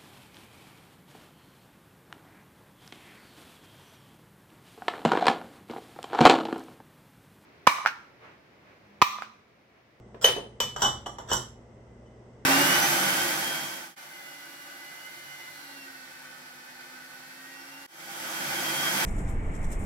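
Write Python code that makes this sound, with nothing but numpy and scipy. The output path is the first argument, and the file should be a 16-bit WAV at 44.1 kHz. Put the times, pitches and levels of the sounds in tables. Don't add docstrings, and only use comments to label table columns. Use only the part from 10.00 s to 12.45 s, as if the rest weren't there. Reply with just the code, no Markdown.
import sys
import numpy as np
from scipy import signal
from scipy.fft import rfft, irfft
from scipy.io import wavfile

SR = 44100
rng = np.random.default_rng(int(sys.argv[2]) if len(sys.argv) > 2 else 0)


def persist_wave(psi):
    counts = np.round(np.clip(psi, -1, 1) * 32767).astype(np.int16)
    wavfile.write(sys.argv[1], SR, np.atleast_2d(counts).T)


N = 108045

# (f/Hz, relative density/dB)
AIR_SPECTRUM = [(15, -62.5), (25, -26), (50, -5.5), (80, -11.5), (120, -9), (160, -11.5), (220, -3),
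                (280, -15), (360, -8.5), (520, -10), (940, -20.5), (1800, -30), (2030, -22.5),
                (2300, -36.5), (3000, -34), (4200, -44.5), (5700, -37.5), (7000, -44), (8200, -39.5),
                (9500, -60), (16000, -68)]
# (f/Hz, rms level/dB)
HUM_PARTIALS = [(59.5, -62), (119, -56.5), (238, -67.5)]
# (t/s, rms level/dB)
RUMBLE_ENVELOPE = [(.78, -75), (.87, -46), (1.05, -51), (1.201, -64), (1.36, -52), (1.6, -63.5)]
# (f/Hz, relative density/dB)
RUMBLE_SPECTRUM = [(20, -16.5), (50, 1), (90, 4), (130, -14), (300, -52.5)]
# (f/Hz, T60/s)
REVERB_TIMES = [(100, 0.26), (500, 0.31), (2000, 0.34), (6000, 0.36), (14000, 0.25)]
# (f/Hz, correlation coefficient)
COHERENCE = [(100, 0.98), (300, .93), (600, 0.79), (1200, .1), (3000, 0.1), (10000, 0.042)]
# (f/Hz, left minus right/dB)
LEVEL_DIFFERENCE = [(300, 0), (1200, -2.36), (3000, 1), (6000, -4.5), (7400, -0.5), (9000, 1.5), (14000, 7)]
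# (f/Hz, relative density/dB)
BOOM_SPECTRUM = [(30, -14.5), (70, -12.5), (110, -1.5), (160, -5), (260, -12), (600, -67.5)]
# (f/Hz, relative density/dB)
KNOCK_SPECTRUM = [(100, -26.5), (270, -22), (380, 3), (520, 2), (750, -1.5), (1100, -7.5), (2200, -11.5),
                  (3700, -11.5), (5000, -19), (8000, -27.5), (9100, -25), (10300, -43.5), (11400, -34.5),
                  (12600, -19.5), (13600, -30.5), (14400, -29.5), (16000, -38.5)]
# (f/Hz, relative density/dB)
CLACK_SPECTRUM = [(100, -16), (280, -17), (380, 0.5), (540, -0.5), (800, 1), (1050, 3.5), (1600, -6.5),
                  (2000, -11), (2500, -28), (3200, -5), (3900, -15.5), (4600, -22), (5900, -7.5),
                  (6700, -22), (7400, -4.5), (8600, -29.5), (9800, -42), (10600, -22.5), (11400, -39.5),
                  (12700, -24), (16000, -33)]
# (f/Hz, relative level/dB, T60/s before scaling by the grip)
TAPPING_MODES = [(1010, -10, .19), (2996, 3.5, 0.29), (3000, -11.5, 0.25), (3057, -17, .14),
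                 (3140, -2.5, .12), (5760, -9, .12), (5850, -9.5, 0.2), (6193, -12, .18), (7240, -23, .26),
                 (7210, -11.5, 0.11), (7430, -21.5, 0.47), (8990, -25, .22), (10530, -23.5, 0.29),
                 (12676, -30.5, .12), (14400, -33, .11)]
# (f/Hz, relative level/dB, T60/s)
LANDING_MODES = [(493.5, -4, 0.098), (548, -4, 0.06), (642, -14.5, 0.17), (3014, 0, 0.18),
                 (3080, -14, 0.28), (3061, 7, .03), (1900, -14, 0.11), (5740, -24, .12),
                 (6225, -3.5, 0.063), (9075, -15.5, 0.28), (12800, -19, .06), (12330, -25.5, 0.0566),
                 (14220, -22.5, .09)]
# (start t/s, duration/s, final level/dB, swell/dB, tilt/(dB per octave))
SCRAPE_EVENTS = [(0.212, 0.036, -31.5, 8, 3), (0.782, 0.047, -33, 9.5, 1.5), (0.824, 0.056, -32, -7, 0),
                 (1.063, 0.023, -48.5, -15.5, -1), (1.195, 0.014, -47.5, -9, -4.5),
                 (1.27, .044, -28.5, 24, -0.5), (1.322, 0.028, -35.5, -13, 1)]
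# (t/s, clack gain/dB, tilt/(dB per octave), ring gain/dB, T60 factor, upper-mode gain/dB)
TAP_EVENTS = [(0.6016, -20.5, 1.5, -26, 1.1, 0.5), (0.7618, -25.5, -2, -41.5, 0.59, 6),
              (0.8191, -17.5, 1.8, -24, 0.28, 6.5), (0.8379, -36.5, 1, -28.5, .5, 3.5),
              (0.8486, -25.5, -2.5, -23, .5, -23), (0.8593, -24.5, -0.5, -34, .45, 6),
              (.881, -34.5, -8.5, -32.5, 0.38, 2), (1.0601, -30.5, -1.5, -35, 0.26, -7.5),
              (1.1843, -31, -1.5, -48.5, 0.23, 11.5), (1.3024, -33, 1.5, -41, .4, -6),
              (1.315, -19, -3.5, -32.5, 0.52, 12), (1.3313, -21, 4, -29.5, 0.26, 10),
              (1.349, -34, 3.5, -51, 0.31, 30), (1.366, -46, 3, -41, 0.2, 22),
              (2.059, -71.5, -3, -73, 1, 6)]
# (t/s, knock gain/dB, ring gain/dB, knock tilt/(dB per octave))
LANDING_EVENTS = [(.1445, -36, -82, -6), (0.2426, -17, -19, 1.5), (0.2442, -15.5, -15, 1),
                  (.262, -21, -30, 1.5), (.285, -20.5, -47, -0.5), (.364, -26.5, -61.5, -4),
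                  (.380, -27.5, -45, -8), (0.6015, -22, -34.5, 2)]

AIR_DB = -52.5
REVERB_DB, REVERB_GAP_S, RING_TO_ROOM_DB = -1.5, .005, -7.5
RIGHT_LAG_S, CUTOFF_HZ = .00004, 16000
BOOM_DB, BOOM_RISE_S = -24.5, 0.029
KNOCK_T60_S, CLACK_T60_S, CONTACT_S = 0.04, 0.033, .0016
MODE_SPREAD_DB, RING_ATTACK_S = 1.8, 0.0019
UPPER_FROM_HZ, NEIGHBOUR_DB, NEIGHBOUR_DETUNE = 4000, -6, 0.0088
SLIPS_PER_S, SLIP_SPREAD_DB, SCRAPE_RING_DB = 1000, 4, -20.5
DECAY_SAMPLES = SR * 3 // 4


def from_db(db):
    return 10 ** (np.asarray(db) / 20)


def at_hz(points, hz):
    f, values = np.transpose(points)
    return np.interp(np.log(np.maximum(hz, 1)), np.log(f), values)


def add(out, start_s, sound):
    i = max(int(start_s * SR), 0)
    out[..., i:i + sound.shape[-1]] += sound[..., :N - i]


def unit_energy(x):
    return x / np.sqrt((x ** 2).sum() / 2)


def noise(spectrum, size):
    hz = np.arange(size // 2 + 1) * SR / size
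    coherence = np.clip(at_hz(COHERENCE, hz), -1, 1)
    mid, side = rfft(rng.standard_normal((2, size)))
    white = np.sqrt(1 + coherence) * mid + np.sqrt(1 - coherence) * side * [[1], [-1]]
    x = irfft(from_db(at_hz(spectrum, hz)) * white, size)
    return x / x.std()


def room_tone():
    t = np.arange(N) / SR
    air = from_db(AIR_DB) * noise(AIR_SPECTRUM, N)
    hum = sum(from_db(db) * np.sqrt(2) * np.sin(2 * np.pi * (hz * t + rng.random()))
              for hz, db in HUM_PARTIALS)
    return air + hum


def rumble():
    level_db = np.interp(np.arange(N) / SR, *np.transpose(RUMBLE_ENVELOPE))
    return from_db(level_db) * noise(RUMBLE_SPECTRUM, N)


def kitchen_reverb(x):
    t = np.arange(DECAY_SAMPLES) / SR
    hz = np.arange(len(t) // 2 + 1) * SR / len(t)
    white = rfft(noise([(20, 0), (20000, 0)], len(t)))
    edges = np.geomspace(20, SR / 2, 11)
    tail = 0
    for lo, hi in zip(edges, edges[1:]):
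        band = irfft(white * (hz >= lo) * (hz < hi), len(t))
        tail = tail + band * from_db(-60 * t / at_hz(REVERB_TIMES, np.sqrt(lo * hi)))
    tail = unit_energy(tail * (t > REVERB_GAP_S))
    return from_db(REVERB_DB) * signal.fftconvolve(x, tail, axes=1)[:, :N]


def at_ears(x):
    hz = np.arange(N + 1) * SR / (2 * N)
    lean = from_db(at_hz(LEVEL_DIFFERENCE, hz) / 2 * np.array([[1], [-1]]))
    delay = np.exp(-2j * np.pi * hz * RIGHT_LAG_S * np.array([[0], [1]]))
    return irfft(rfft(x, 2 * N) * lean * delay)[:, :N]


def table_boom():
    u = np.arange(DECAY_SAMPLES) / SR / BOOM_RISE_S
    return from_db(BOOM_DB) * noise(BOOM_SPECTRUM, len(u)) * u * np.exp(1 - u)


def impact(spectrum, t60, tilt_db):
    t = np.arange(DECAY_SAMPLES) / SR
    tilted = [(hz, db + tilt_db * np.log2(hz)) for hz, db in spectrum]
    envelope = (1 - np.exp(-t / CONTACT_S)) * from_db(-60 * t / t60)
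    decay_energy = t60 * SR / np.log(10 ** 6)
    return unit_energy(noise(tilted, len(t)) * envelope) * np.sqrt(decay_energy)


def modal_ring(modes, t60_factor=1, upper_db=0, neighbours=3):
    t = np.arange(DECAY_SAMPLES) / SR
    out = 0
    for hz, db, t60 in modes:
        tone = np.cos(2 * np.pi * hz * t)
        if hz > UPPER_FROM_HZ:
            answers = sum(np.sin(2 * np.pi * hz * (1 + NEIGHBOUR_DETUNE * offset) * t) * np.sign(polarity)
                          for offset, polarity in rng.standard_normal((neighbours, 2)))
            tone = from_db(upper_db) * (tone + from_db(NEIGHBOUR_DB) * answers)
        struck_db = db + rng.normal(0, MODE_SPREAD_DB)
        out = out + tone * from_db(struck_db - 60 * t / (t60 * t60_factor))
    return out * (1 - np.exp(-t / RING_ATTACK_S))


def scrapes():
    out = np.zeros((2, N))
    slipping = rng.random(N) < SLIPS_PER_S / SR
    slips = slipping * from_db(rng.normal(0, SLIP_SPREAD_DB, N)) * rng.choice([-1, 1], N)
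    glass = from_db(SCRAPE_RING_DB) * modal_ring(TAPPING_MODES, t60_factor=0.38, upper_db=7.5)
    for start_s, duration_s, db, swell_db, tilt_db in SCRAPE_EVENTS:
        run = slips[int(start_s * SR):int((start_s + duration_s) * SR)]
        force = run / (run.std() + 1e-3) * from_db(db + np.linspace(-swell_db, 0, len(run)))
        response = unit_energy(impact(CLACK_SPECTRUM, CLACK_T60_S / 2, tilt_db) + glass)
        add(out, start_s, signal.fftconvolve(force[None], response, axes=1))
    return out


def taps():
    clacks, rings = np.zeros((2, 2, N))
    strongest_hz = max(TAPPING_MODES, key=lambda mode: mode[1])[0]
    for start_s, clack_db, tilt_db, ring_db, t60_factor, upper_db in TAP_EVENTS:
        clack = impact(CLACK_SPECTRUM, CLACK_T60_S, tilt_db) + table_boom()
        add(clacks, start_s, from_db(clack_db) * clack)
        in_phase_s = np.round(start_s * strongest_hz) / strongest_hz
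        add(rings, in_phase_s, from_db(ring_db) * modal_ring(TAPPING_MODES, t60_factor, upper_db))
    return np.array([clacks, rings])


def landings():
    knocks, rings = np.zeros((2, 2, N))
    for start_s, knock_db, ring_db, tilt_db in LANDING_EVENTS:
        knock = impact(KNOCK_SPECTRUM, KNOCK_T60_S, tilt_db) + from_db(-10.5) * table_boom()
        add(knocks, start_s, from_db(knock_db) * knock)
        add(rings, start_s, from_db(ring_db) * modal_ring(LANDING_MODES))
    return np.array([knocks, rings])


def scene():
    contacts, rings = landings() + taps()
    contacts = contacts + scrapes()
    reverb = kitchen_reverb(contacts + from_db(RING_TO_ROOM_DB) * rings)
    return at_ears(contacts + rings + reverb) + rumble() + room_tone()


def record(dry):
    return signal.sosfilt(signal.ellip(10, .2, 70, CUTOFF_HZ, fs=SR, output="sos"), dry)


dry = scene()
out = record(dry)
persist_wave(out)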